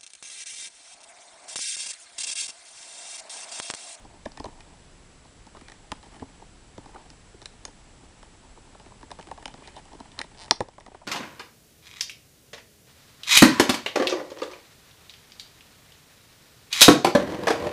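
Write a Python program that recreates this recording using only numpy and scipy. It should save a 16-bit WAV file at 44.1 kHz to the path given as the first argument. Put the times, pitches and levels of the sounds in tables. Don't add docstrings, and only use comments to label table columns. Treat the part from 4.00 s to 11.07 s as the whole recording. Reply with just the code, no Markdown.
import sys
import numpy as np
from scipy import signal
from scipy.fft import rfft, irfft
from scipy.io import wavfile
from scipy.ndimage import uniform_filter1d

SR = 44100
rng = np.random.default_rng(int(sys.argv[2]) if len(sys.argv) > 2 else 0)


def dump_mix(stems):
    frames = np.atleast_2d(stems).T
    limited = np.clip(frames, -1, 1)
    pcm = np.round(limited * 32767).astype(np.int16)
    wavfile.write(sys.argv[1], SR, pcm)


def invert_db(x):
    u = np.asarray(x, float) / 20
    return 10 ** u


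N = 311780


def rms_one(x):
    return x / np.sqrt(np.mean(x ** 2) + 1e-20)


# frequency in Hz, relative level in dB.
HISS_COLOUR = [(12, -24), (20, 5), (49, 0), (559, -15.5), (919, -19), (1440, -20), (5000, -25),
               (9000, -28.5), (10500, -28.5), (13700, -50.5), (22000, -120)]
# frequency in Hz, rms level in dB ahead of the gain control.
WHINE_TONES = [(7643, -71.5), (7868, -73)]


def hiss():
    hz = np.maximum(np.fft.rfftfreq(N, 1 / SR), 1)
    colour_hz, colour_db = np.transpose(HISS_COLOUR)
    colour = invert_db(np.interp(np.log(hz), np.log(colour_hz), colour_db))
    out = invert_db(-52) * rms_one(irfft(rfft(rng.standard_normal(N)) * colour, N))
    centre_hz, width_hz = 7740, 330
    hump = np.exp(-2 * ((hz - centre_hz) / width_hz) ** 2)
    out += invert_db(-74) * rms_one(irfft(rfft(rng.standard_normal(N)) * hump, N))
    for tone_hz, db in WHINE_TONES:
        out += np.sqrt(2) * invert_db(db) * np.sin(2 * np.pi * tone_hz * np.arange(N) / SR)
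    return out


def room(x):
    level_db, gap_s, bass_db = -16, 0.0066, -6.5
    bass_t60_s, treble_t60_s = 0.26, 0.208
    t = np.arange(SR // 2) / SR
    noise = rng.standard_normal(len(t)) * (t > gap_s)
    low = signal.lfilter([.25], [1, -.75], noise)
    bass_tail = low * invert_db(bass_db - 60 * t / bass_t60_s)
    treble_tail = (noise - low) * invert_db(-60 * t / treble_t60_s)
    tail = bass_tail + treble_tail
    return invert_db(level_db) * signal.fftconvolve(x, tail / np.sqrt(np.sum(tail ** 2)))[:N]


def settling(column, level_db):
    decay_s, db_per_db = 0.01, 0.49
    rows = np.array(BUCKLE_EVENTS)
    kicks = np.zeros(N)
    kicks[(rows[:, 0] * SR).astype(int)] = invert_db(level_db + db_per_db * rows[:, column]) ** 2
    r = np.exp(-1 / (decay_s * SR))
    return signal.lfilter([1], [1, -r], kicks + 1e-18)


# time in seconds, relative dull rustle in dB, relative bright rustle in dB.
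RUSTLE_LEVELS = [(0, -53.5, -64), (.15, -51, -73), (.3, -58, -75), (.5, -48, -65), (.9, -61.5, -64),
                 (1.45, -79, -89), (1.62, -67, -57), (1.8, -57, -76), (2.0, -59.5, -65), (2.2, -46.5, -55),
                 (2.5, -65.5, -70), (2.97, -49, -60), (3.4, -62.5, -79), (4.25, -54.5, -70),
                 (5.2, -56.5, -80), (5.64, -54, -55), (5.94, -47.5, -59), (6.42, -56, -59),
                 (7.07, -62.5, -64)]


def rustle():
    ticks_per_s, clump_db = 5000, 4.4
    s, dull_db, bright_db = np.transpose(RUSTLE_LEVELS)
    t = np.arange(N) / SR
    smooth = uniform_filter1d(rng.standard_normal(N), size=400)
    clumps = rms_one(uniform_filter1d(smooth, size=400))
    born = rng.random(N) < ticks_per_s / SR
    ticks = rms_one(born * rng.standard_normal(N) * invert_db(clump_db * clumps))
    dull_power = invert_db(np.interp(t, s, dull_db)) ** 2 + settling(column=3, level_db=-32)
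    bright_power = invert_db(np.interp(t, s, bright_db)) ** 2 + settling(column=1, level_db=-37)
    dull, bright = ticks * np.sqrt(dull_power), ticks * np.sqrt(bright_power)
    return [bright * invert_db(-23), dull * invert_db(-32.5), dull * invert_db(-28), bright * invert_db(-22.5)]


# start in seconds, length in seconds, relative level in dB, pitch in Hz.
RUBS_AND_RATTLE = [(0.368, 0.041, -60, 2000), (0.597, .05, -80, 2300), (1.55, 0.037, -57, 1230),
                   (1.646, 0.061, -65, 2320), (2.093, 0.12, -70, 1180), (2.922, 0.052, -73, 900),
                   (5.5, 0.039, -66, 3400), (5.613, 0.12, -62, 2600), (5.754, .03, -55, 3560),
                   (5.758, 0.028, -64, 820), (5.91, 0.055, -68, 885), (6.176, .07, -59.5, 1900),
                   (6.515, .09, -60, 5400), (6.445, 0.045, -72, 900), (5.3, 0.23, -82, 2000)]


def rubs_and_rattle(hz, grains):
    rise_share, width_octaves = .3, .2
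    out = np.zeros(N)
    for s, length_s, db, pitch_hz in RUBS_AND_RATTLE:
        at, part = int(s * SR), np.linspace(0, 1, int(length_s * SR))
        swell = np.interp(part, [0, rise_share, 1], [0, 1, 0])
        near = np.exp(-(np.log2(hz / pitch_hz) / width_octaves) ** 2)
        out[at:at + len(part)] += invert_db(db) * near * swell * grains[at:at + len(part)]
    return out


# time in seconds, gap to the next slip in ms, relative level in dB.
CREAK_PATH = [(6.3736, 8.9, -43.5), (6.392, 7.2, -39), (6.416, 4.7, -36), (6.428, 4.7, -40.5),
              (6.436, 7.7, -36), (6.455, 8.4, -41.5)]
# crack, thud, hollow pop and snap, each in dB on the level.
CREAK_BALANCE_DB = [0.5, -28.5, -11.5, -10]


def creak(count):
    s, gap_ms, db = np.transpose(CREAK_PATH)
    times = [s[0]]
    for _ in range(count - 1):
        times.append(times[-1] + np.interp(times[-1], s, gap_ms) / 1000)
    pitch_hz = 4500
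    return [(t, *(np.interp(t, s, db) + np.array(CREAK_BALANCE_DB)), pitch_hz) for t in times]


def ring(push, hz, t60):
    r, w = invert_db(-60 / (t60 * SR)), 2 * np.pi * hz / SR
    return signal.lfilter([0, np.sin(w)], [1, -2 * r * np.cos(w), r * r], push + 1e-18)


def slip(ms, chance, modes):
    t_s = np.arange(len(chance)) / SR
    age = t_s * 1000 / max(ms, .05)
    jerks = chance ** 3 * np.exp(-age) * np.minimum(age / 0.23, 1)
    jerks[int(np.argmax(age >= .3))] = 4.1
    grip = np.exp(-2j * np.pi * np.array(modes)[:, :1] * t_s) @ jerks
    power = np.abs(grip) ** 2
    return jerks, 1 / np.sqrt(0.51 * power + 0.22 * np.mean(power))


def near_dent_db(hz, dent_hz):
    above_db_per_octave, farthest_db, dent_db = 5.5, 14.5, -1
    peak_db, peak_width_octaves = 7.5, 0.18
    octaves = np.log2(hz / dent_hz)
    slope_db = min(max(above_db_per_octave * octaves, 0), farthest_db)
    return dent_db - slope_db + peak_db * np.exp(-(octaves / peak_width_octaves) ** 2)


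# time in seconds, crack in dB, thud in dB, hollow pop in dB
# (all relative), pitch of the dent that gives way in Hz.
BUCKLE_EVENTS = [(0.0475, -53, -44.5, -45, 5120), (0.2538, -34.5, -48, -45, 3100),
                 (0.2566, -26.5, -32.5, -29.5, 1740), (0.3175, -43.5, -62, -53, 5000),
                 (0.3722, -26.5, -46, -42, 2040), (0.398, -39, -33.5, -34.5, 5100),
                 (0.4416, -34.5, -45, -35.5, 4120), (0.4538, -31, -35, -34, 2000),
                 (0.481, -46, -42, -45, 1340), (0.6044, -35, -68, -56, 2550),
                 (1.2494, -52.5, -61.0, -50.5, 5490), (1.4658, -46, -51, -46.5, 5100),
                 (1.547, -43, -62, -46.5, 1890), (1.5679, -35, -46.5, -48, 1330),
                 (1.6104, -33, -44.5, -52, 1340), (1.6824, -31.5, -67, -52, 2260),
                 (1.697, -34, -56, -52.5, 1950), (1.718, -30.5, -49, -48.5, 2020),
                 (1.917, -13, -33, -28, 1210), (2.0276, -42.5, -61.0, -47, 4100),
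                 (2.1958, -37, -45, -59, 1710), (2.219, -50.5, -30.5, -35.5, 1310),
                 (2.4182, -60, -45.5, -43, 5490), (2.7787, -39, -33.5, -38.5, 3580),
                 (2.857, -40.5, -44, -41.5, 2300), (2.9451, -38, -43, -49, 1310),
                 (2.9567, -58, -49.5, -38.5, 1310), (3.1013, -38.5, -46, -63, 4700),
                 (3.3403, -48.5, -42.5, -66, 1340), (3.4161, -38.5, -47.5, -49, 3930),
                 (3.4247, -44, -62, -56, 5430), (3.4562, -23.5, -56, -48.5, 4230),
                 (3.6508, -24, -48, -43, 6840), (3.678, -39.5, -45, -46.5, 1980),
                 (4.0268, -59, -48.5, -57, 2910), (4.2276, -30.5, -65, -48, 1230),
                 (4.572, -54, -46, -46, 2990), (4.7474, -48, -51, -44, 3400),
                 (4.797, -40.5, -65, -50, 1830), (4.86, -43.5, -46, -48, 1890),
                 (4.918, -50, -57, -47.5, 1460), (5.01, -38.5, -58.0, -54, 1290),
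                 (5.028, -35, -42, -41, 1770), (5.104, -34.5, -46, -47.5, 1610),
                 (5.1134, -29.5, -48.0, -33.5, 3520), (5.187, -34.5, -55, -37, 1290),
                 (5.195, -34.5, -42, -43, 1740), (5.2098, -38, -62, -54, 2950),
                 (5.226, -39, -56, -51, 3080), (5.27, -34, -45, -51, 1320),
                 (5.285, -40.5, -48, -46.5, 1640), (5.3119, -29.5, -42, -31, 1590),
                 (5.375, -36, -53, -35.5, 1520), (5.4243, -33.5, -52, -44.5, 1300),
                 (5.4549, -22, -39, -33, 3170), (5.478, -31.5, -48, -41, 2780),
                 (5.5392, -36.5, -41, -40, 3300), (5.581, -52, -47, -53, 2410),
                 (5.6198, -51, -46, -45.5, 2200), (5.6736, -35.5, -61, -44.5, 4230),
                 (5.687, -44.5, -61.0, -65.5, 4220), (5.764, -36, -48, -41, 3560),
                 (5.7774, -42, -62, -46, 1850), (5.8528, -43.5, -61.0, -52, 3120),
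                 (5.93, -44, -44, -43, 4300), (5.9464, -58, -47.5, -52.5, 7860),
                 (6.001, -37, -38.5, -38, 4500), (6.1165, -40, -53, -60, 3570),
                 (6.1767, -38.5, -44.0, -41.5, 1660), (6.1893, -18.5, -53, -37, 4100),
                 (6.1992, -33.5, -40, -35, 2000), (6.2133, -15.5, -52, -45.5, 2000),
                 (6.2401, -39, -44, -43, 3010), (6.48, -37.5, -54, -47, 1940),
                 (6.5088, -2, -23.5, -12.5, 5490), (6.5214, -29.5, -33, -45.5, 5330),
                 (6.6041, -14, -21, -15.5, 1770), (6.6216, -41, -44, -55, 5150),
                 (6.6842, -40.5, -48, -39, 5450), (6.7804, -33.5, -55.5, -36, 1310),
                 (6.7991, -42, -63, -54, 5400), (6.8058, -34.5, -53, -41, 1980),
                 (6.8623, -30.5, -48, -35.5, 2110), (6.8774, -42, -38.5, -39.5, 2090),
                 (6.9154, -54, -48.0, -42.5, 1680), (6.9449, -33.5, -45, -35, 1260),
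                 (7.014, -43.5, -58, -40, 1320), (7.0296, -47.5, -60, -47, 1310)]
# frequency in Hz, relative level in dB, time to fall by 60 dB in seconds.
SHEET_MODES = [
    [(3620, -11, 0.014), (4017, -8.5, 0.011), (4890, 0.5, 0.0026), (5300, -10, 0.016), (5560, -9.5, 0.0084),
     (6580, -13.5, 0.015), (7200, -14, 0.022), (8860, -4.5, 0.0077), (9800, -11.5, 0.011)],
    [(60, -16, 0.04), (126, -1.5, 0.031), (200, 2.5, 0.024), (267, 4, 0.034), (323, 4, 0.029),
     (449, 1.5, 0.018)],
    [(553, -2, 0.023), (687, 7.5, 0.0095), (833, 6, 0.021), (936, 5.5, 0.017), (1131, 3.5, 0.0064)],
    [(1400, 3, 0.0039), (1686, -3, 0.019), (1862, -1, 0.011), (2402, -3, 0.011), (2476, -8.5, 0.029),
     (3040, 0.5, 0.0076)],
]
START_MS = [0.94, 0.21, 0.38, 0.7]
WAIT_SHARE = [0.0068, 0.52, 0.519, 0.11]
LENGTH_SHARE = [0.22, 2.8, 1.8, .55]


def sheet(uneven_db):
    snap_db = -10.5
    slip_ms, slip_spread, sharper_per_db = 1.9, .2, .015
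    creak_slip_ms, creak_uneven_db = 0.39, 2
    jerk_samples, grains_per_s = 2048, 8000
    buckles = [(s, crack, thud, pop, crack + snap_db, hz) for s, crack, thud, pop, hz in BUCKLE_EVENTS]
    slides = creak(count=14)
    rows = buckles + slides
    chance = rng.standard_normal((len(rows), jerk_samples + 32))
    sharp_db = np.array([crack - pop for _, crack, _, pop, _ in BUCKLE_EVENTS])
    log_length = slip_spread * chance[:len(buckles), -1] - sharper_per_db * sharp_db
    lengths = list(slip_ms * np.exp(log_length)) + [creak_slip_ms] * len(slides)
    uneven = [uneven_db] * len(buckles) + [creak_uneven_db] * len(slides)
    grains = rms_one(rng.standard_normal(N) * (rng.random(N) < grains_per_s / SR))
    out, number = np.zeros(N), 0
    for k, (modes, ticks) in enumerate(zip(SHEET_MODES, rustle())):
        slips = [slip(ms * LENGTH_SHARE[k], c[:jerk_samples], modes) for ms, c in zip(lengths, chance)]
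        for m, (hz, level_db, t60) in enumerate(modes):
            push = np.append(ticks + rubs_and_rattle(hz, grains), np.zeros(4096))
            for row, (jerks, share), c, spread_db, ms in zip(rows, slips, chance, uneven, lengths):
                at = round((row[0] + (START_MS[k] + WAIT_SHARE[k] * ms) / 1000) * SR)
                tilt_db = near_dent_db(hz, row[5]) if k in (0, 3) else 0
                grip_db = spread_db * np.tanh(c[jerk_samples + number])
                push[at:at + jerk_samples] += invert_db(row[1 + k] + tilt_db + grip_db) * share[m] * jerks
            out += (-1) ** number * invert_db(level_db) * ring(push[:N], hz, t60)
            number += 1
    return out


def scene():
    plastic = sheet(uneven_db=3.5)
    return (plastic + room(plastic) + hiss())[None]


def band_limit(x):
    return signal.sosfilt(signal.butter(12, 10680, fs=SR, output="sos"), x)


def record(dry):
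    duck_above_db, duck_db_per_db, recover_db_per_s, lag_s = -19, 0.23, 1, 0.004
    level_db = 20 * np.log10(np.abs(dry[0]) + 1e-9)
    over_db = duck_db_per_db * np.maximum(level_db - duck_above_db, 0)
    creep = recover_db_per_s * np.arange(N) / SR
    duck_db = np.maximum.accumulate(over_db + creep) - creep
    r = np.exp(-1 / (lag_s * SR))
    ducked = dry * invert_db(-signal.lfilter([1 - r], [1, -r], duck_db))
    top_cut = signal.cheby2(12, 50, 11440, fs=SR, output="sos")
    mix = np.clip(signal.sosfilt(top_cut, ducked), -1, 1)
    return band_limit(mix)


dry = scene()
out = record(dry)
dump_mix(out)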